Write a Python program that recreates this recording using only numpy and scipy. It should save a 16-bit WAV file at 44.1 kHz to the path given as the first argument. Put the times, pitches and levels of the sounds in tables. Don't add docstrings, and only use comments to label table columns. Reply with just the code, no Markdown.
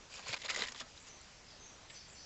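import sys
import numpy as np
from scipy import signal
from scipy.fft import rfft, irfft
from scipy.io import wavfile
from scipy.ndimage import uniform_filter1d

SR = 44100
rng = np.random.default_rng(int(sys.argv[2]) if len(sys.argv) > 2 else 0)


def wav_out(sig):
    wavfile.write(sys.argv[1], SR, np.round(np.clip(np.atleast_2d(sig).T, -1, 1) * 32767).astype(np.int16))


def undo_db(level):
    steps = np.asarray(level, float) / 20
    return 10 ** steps


N = 99225


def evened(x):
    return x / np.sqrt(np.mean(x ** 2) + 1e-20)


def read(points, hz):
    point_hz, level_db = np.transpose(points)
    return np.interp(np.log(hz + 1), np.log(point_hz + 1), level_db)


def add(mix, start_s, sound):
    part = mix[round(start_s * SR):][:len(sound)]
    part += sound[:len(part)]


def bubble(hz, cycles, chirp):
    cycle = np.arange(1200) * hz / SR
    envelope = (1 - np.exp(-cycle / 0.43)) * np.exp(-3 * cycle / cycles)
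    tone = envelope * np.sin(2 * np.pi * cycle * (1 + chirp * cycle / cycles))
    return tone / np.linalg.norm(tone)


def bubbles(colour, per_s, level_at, count=36):
    size_spread_db = 2.2
    out = np.zeros(N)
    for hz in np.geomspace(220, 8300, count):
        when, big = rng.random(N), rng.exponential(1, N)
        born = when < per_s / count / SR * np.sqrt(hz / 2000)
        train = born * undo_db(size_spread_db * np.minimum(big, 4))
        drive = evened(train - train.mean()) * level_at(hz) * np.sqrt(hz)
        ringing = signal.oaconvolve(drive, bubble(hz, cycles=5, chirp=0.07))[:N]
        out += undo_db(read(colour, hz)) * ringing
    return out


# pitch_hz [Hz], level_db [dB per Hz]
STREAM_SPECTRUM = [(12, -45.5), (24, -2), (55, -4.5), (158, -9), (198, -11), (421, -15.5), (465, -13.5),
                   (6700, -19), (8200, -23), (10700, -52), (18000, -120)]


def stream():
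    hiss_db, trickle_db, patchy_db = -58, -70, 1.6
    frames, hz = N // 512 + 5, np.fft.rfftfreq(2048, 1 / SR)
    real, imaginary, patches = rng.standard_normal((frames, 1025, 3)).T
    patches = uniform_filter1d(patches, 24, 0)
    patches = evened(uniform_filter1d(patches, 5, 1))
    patches_db = patchy_db * patches * np.minimum(hz / 400, 1)[:, None]
    spectrum = (real + 1j * imaginary) * undo_db(read(STREAM_SPECTRUM, hz)[:, None] + patches_db)
    hiss = signal.istft(spectrum, nperseg=2048, noverlap=1536)[1][:N]
    trickle = bubbles(STREAM_SPECTRUM, per_s=1300, level_at=lambda hz: 1, count=20)
    return undo_db(hiss_db) * evened(hiss) + undo_db(trickle_db) * evened(trickle)


def resonate(x, hz, width_hz):
    turn = np.exp(2j * np.pi * np.cumsum(hz) / SR)
    pole = np.exp(-np.pi * width_hz / SR)
    return 2 * (turn * signal.lfilter([1 - pole], [1, -pole], x / turn)).real


# [dB, high bubbles]
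SPLASHES = [(0.098, 0.033, -59.5, 7, 4.5), (0.116, 0.018, -51, -5.5, -1.5),
            (0.136, .03, -50.5, -1.5, 3.5), (0.167, 0.031, -50, 5.5, -2), (.192, .004, -46, 5, -5),
            (0.195, .026, -54.5, 2.5, -1), (0.225, 0.044, -50.5, 2.5, -6.5),
            (.259, .008, -48, -5, -4.5), (.267, 0.014, -44, 0, -3.5), (0.279, 0.0061, -42, -3, -1),
            (.285, .011, -39.5, 3, -1.5), (.296, 0.013, -42.5, 0, -1), (0.308, .004, -41.5, -6, 1),
            (.313, 0.017, -45, -1, -0.5), (0.328, 0.0061, -37, 0.5, -8),
            (.332, .006, -35.5, 1, -5.5), (.341, 0.0053, -34, -1, -3.5),
            (.346, 0.011, -45, 2.5, -9), (.363, 0.015, -43.5, 0, -5.5),
            (0.387, 0.023, -53.5, -7, -0.5), (0.409, .007, -52, -8, -2),
            (.416, .011, -45.5, -10, -2), (0.434, 0.025, -44.5, -4.5, -9),
            (0.445, 0.027, -43, 3, -2),
            (0.481, 0.018, -41.5, -2.5, -7), (0.493, .003, -35, -3, -2.5),
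                    (0.495, 0.012, -32, -4.5, -3.5), (.506, .009, -35, -3.5, -4),
                    (0.517, 0.033, -44.5, 5, -4), (0.543, 0.01, -39, -8, 1.5), (.56, 0.0057, -36.5, -3, 4),
                    (.565, 0.0082, -43.5, 2, -2), (.572, 0.0068, -38, -0.5, 1),
                    (0.58, 0.013, -38.5, 3, -3.5), (0.59, 0.021, -36, -0.5, -6),
                    (0.608, .011, -41.5, 6, -3), (.621, .005, -34, 1, -5.5), (0.625, .006, -40, 3.5, -3),
                    (.632, 0.0078, -37, 2, -4.5), (0.64, 0.014, -40, 1, -5), (.653, .015, -50, 5, -3),
                    (.668, 0.0093, -40, -4, 1), (.683, 0.0065, -40.5, -7, -2), (.689, .007, -43.5, -4, -4),
                    (.696, 0.022, -54, 2.5, -3), (0.7194, 0.0049, -45.5, 1.5, 6.5),
                    (0.746, 0.0093, -46, 1, -9), (.759, .006, -44, -3, -3.5), (0.766, .032, -50.5, -10, -2),
                    (0.7988, .004, -36, -3.5, 0), (0.8028, .005, -40.5, -3, 1.5),
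                    (.809, .013, -43, 2, -3.5), (0.82, 0.0073, -52.5, 7, -6), (0.964, 0.03, -60.5, 2, 3),
                    (1.068, 0.022, -57.5, 1, 8.5), (1.899, .004, -49, -13, -20),
                    (1.902, 0.0093, -49, -10, -20), (1.91, .008, -54.5, -15, -14),
                    (1.935, .055, -57, -18, -5)]
# pitch_hz [Hz], level_db [dB per Hz]
SPRAY_SPECTRUM = [(150, -47.5), (250, -25.5), (550, -11.5), (1400, -5), (1960, -9.5), (2600, -3.5),
                  (6980, -8.5), (8200, -38), (10700, -58.5), (18000, -120)]
# time_s [s], pitch_hz [Hz]
NECK_PITCH = [
    (0, 2660),
    (.33, 2260),
    (.42, 2050),
    (.55, 2074),
    (.7, 1985),
    (.85, 1800),
]
# pitch_hz [Hz], width_hz [Hz], level_db [dB]
WALL_MODES = [(235, 40, 8), (450, 60, 1), (545, 50, 3), (1005, 50, -3), (4900, 250, -3), (6880, 200, 3),
              (7500, 200, 2)]


def splashes():
    rise_s, sag_db, release_db_per_s = 0.003, -1.5, 3500
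    clump_db, clump_s = 1.2, 0.0012
    gulp_below_hz, fizz_above_hz = 1700, 4700
    power = np.zeros((N, 3))
    for start_s, length_s, level_db, gulp_db, fizz_db in SPLASHES:
        t = np.arange(0, length_s + 0.04, 1 / SR)
        sag = sag_db * np.minimum(t / length_s, 1)
        release = release_db_per_s * np.maximum(t - length_s, 0)
        envelope = np.minimum(t / rise_s, 1) * undo_db(level_db + sag - release)
        band_gains = undo_db(np.array([gulp_db, 0, fizz_db]))
        add(power, start_s - rise_s / 2, (envelope[:, None] * band_gains) ** 2)
    clump = np.exp(-(np.arange(-400, 400) / SR / clump_s) ** 2)
    clumps = evened(signal.oaconvolve(rng.standard_normal(N), clump, "same"))
    gulp, body, fizz = np.sqrt(power.T) * undo_db(clump_db * clumps)

    def level_at(hz):
        if hz < gulp_below_hz:
            return gulp
        return fizz if hz > fizz_above_hz else body

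    spray = undo_db(-45.0) * bubbles(SPRAY_SPECTRUM, per_s=24000, level_at=level_at)
    wall = np.zeros(N)
    for hz, width_hz, level_db in WALL_MODES:
        wall += undo_db(level_db) * signal.lfilter(*signal.iirpeak(hz, hz / width_hz, SR), spray)
    neck_hz = np.interp(np.arange(N) / SR, *np.transpose(NECK_PITCH))
    neck = undo_db(4.5) * resonate(spray, neck_hz, width_hz=170)
    overtone = undo_db(-3.5) * resonate(spray, 1.9 * neck_hz, width_hz=450)
    return spray + wall + neck + overtone


# start_s [s], peak_db [dB], pitch_hz [Hz], t60_s [s]
LARGE_BUBBLES = [(0.17, -41, 3600, .012), (.288, -38.5, 118.4, 0.091), (.3412, -26, 2420, 0.015),
                 (0.3409, -25, 960, 0.011), (.341, -30, 4700, 0.011), (.4872, -28.5, 1700, 0.0089),
                 (.4922, -24, 2150, 0.01), (0.5618, -26.5, 1990, 0.016), (.6209, -22.5, 1990, 0.014),
                 (.6207, -26.5, 4000, 0.011), (.6207, -29, 3900, 0.012), (0.62, -35, 1870, .04),
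                 (.9765, -41, 3900, 0.012), (1.2137, -45.5, 7380, 0.017), (1.504, -50, 3370, 0.017),
                 (.4995, -19, 2310, 0.0051), (.6215, -35, 460, .045), (0.5125, -34.5, 2200, 0.025),
                 (0.547, -35.5, 1985, 0.044), (0.61, -49, 7060, .015), (0.53, -37.5, 8100, 0.006),
                 (.5945, -36, 4000, 0.018), (.684, -34.5, 1850, .02), (.284, -32, 7200, 0.0064),
                 (.143, -45, 2900, .022), (.824, -56, 1288, 0.19), (1.086, -56, 5070, .02),
                 (.5735, -34.5, 562, 0.036), (.592, -35, 482, .035), (.447, -39.5, 607, 0.029),
                 (.5535, -34, 2000, 0.011), (0.46, -29, 4160, 0.014), (.501, -37, 1290, 0.042),
                 (.5605, -35, 6900, .008), (.2852, -33, 2530, .01), (0.31, -36.5, 4600, 0.0071),
                 (.3708, -37.5, 3500, 0.0047), (.267, -39, 1050, 0.031), (0.66, -34, 2000, .015),
                 (.808, -39, 1176, .02), (0.7, -45.5, 6750, 0.017), (.8, -38, 2800, .015),
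                 (1.6, -48, 28, 0.18), (.634, -43, 7900, .015), (0.26, -46, 720, .03),
                 (.288, -45, 300, 0.013), (.69, -52.5, 240, .13), (.82, -52.5, 245, .12),
                 (.605, -47, 225, 0.11), (2.1, -47, 2600, .008)]


def plops():
    rise_cycles = 1.28
    out, t = np.zeros(N), np.arange(6000) / SR
    for start_s, peak_db, hz, t60_s in LARGE_BUBBLES:
        rise = np.minimum(t * hz / rise_cycles, 1) ** 2
        decay = undo_db(peak_db - 60 * t / t60_s)
        add(out, start_s, rise * decay * np.sin(2 * np.pi * hz * t))
    return out


def echo(x, t60_s, delay_s):
    t = np.arange(SR // 2) / SR
    tail = rng.standard_normal(len(t)) * undo_db(-60 * t / t60_s) * (t > delay_s)
    return signal.fftconvolve(x, tail / np.linalg.norm(tail))[:N]


# start_s [s], length_s [s], level_db [dB], first_hz [Hz], last_hz [Hz]
BIRD_NOTES = [(0.871, 0.067, -71, 5200, 4670), (0.996, 0.027, -63, 7670, 6970),
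              (1.04, .05, -79, 7630, 6850), (1.09, 0.031, -60.5, 5810, 6430),
              (1.14, 0.043, -68.5, 6280, 5720), (1.48, .02, -60, 5100, 4950), (1.5, 0.055, -67, 4830, 4260),
              (1.505, 0.038, -67, 5150, 4930), (1.595, .045, -64.5, 6210, 6200),
              (1.635, 0.041, -61, 6340, 6310), (1.662, 0.037, -67.5, 5770, 5780),
              (1.715, 0.03, -70, 5790, 5770), (1.889, .05, -66, 7750, 7380),
              (1.939, 0.047, -62.5, 6020, 5960), (1.942, .018, -60, 5890, 4500),
              (1.957, 0.03, -60.5, 4500, 4840), (1.985, .035, -63, 4890, 5530),
              (1.991, 0.0604, -65.5, 4480, 4820), (2.08, 0.018, -61.5, 7970, 6980),
              (2.1, 0.044, -68, 7730, 7530), (2.12, 0.038, -67.5, 7100, 7300),
              (2.147, .075, -63.5, 5960, 5900), (2.155, 0.022, -62, 5840, 4530),
              (2.166, .04, -62.5, 4393, 4650), (2.185, .06, -62, 4750, 5590),
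              (2.21, 0.043, -68, 4400, 4610)]


def bird():
    warble_hz, warble_share, edge_s, fade_db = 65, 0.17, 0.004, -5
    out = np.zeros(N)
    for start_s, length_s, level_db, first_hz, last_hz in BIRD_NOTES:
        t = np.arange(0, length_s, 1 / SR)
        glide_hz = last_hz - first_hz
        wobble = evened(uniform_filter1d(rng.standard_normal(8000), size=100))[:len(t)]
        depth_hz = warble_hz + warble_share * abs(glide_hz)
        hz = first_hz + glide_hz * t / length_s + depth_hz * wobble
        edge = np.clip(np.minimum(t, length_s - t) / edge_s, 0, 1)
        level = np.sqrt(2) * undo_db(level_db + fade_db * (t / length_s - 0.5))
        add(out, start_s, level * edge * np.sin(2 * np.pi * np.cumsum(hz) / SR))
    return out + undo_db(2.5) * echo(out, t60_s=0.36, delay_s=0.004)


def scene():
    near = splashes() + plops()
    bank = undo_db(-17) * echo(near, t60_s=0.07, delay_s=0.0026)
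    return (near + bank + bird() + stream())[None]


def band_limit(x):
    return signal.sosfilt(signal.butter(12, 8390, fs=SR, output="sos"), x)


def record(dry):
    edge_hz, edge_soft_hz = 7930, 1630
    hz = np.fft.rfftfreq(N, 1 / SR)
    past_edge = np.clip((hz - edge_hz) / edge_soft_hz + 0.5, 0, 3)
    band = irfft(rfft(dry) * undo_db(-30 * past_edge ** 2), N)
    return band_limit(band)


dry = scene()
out = record(dry)
wav_out(out)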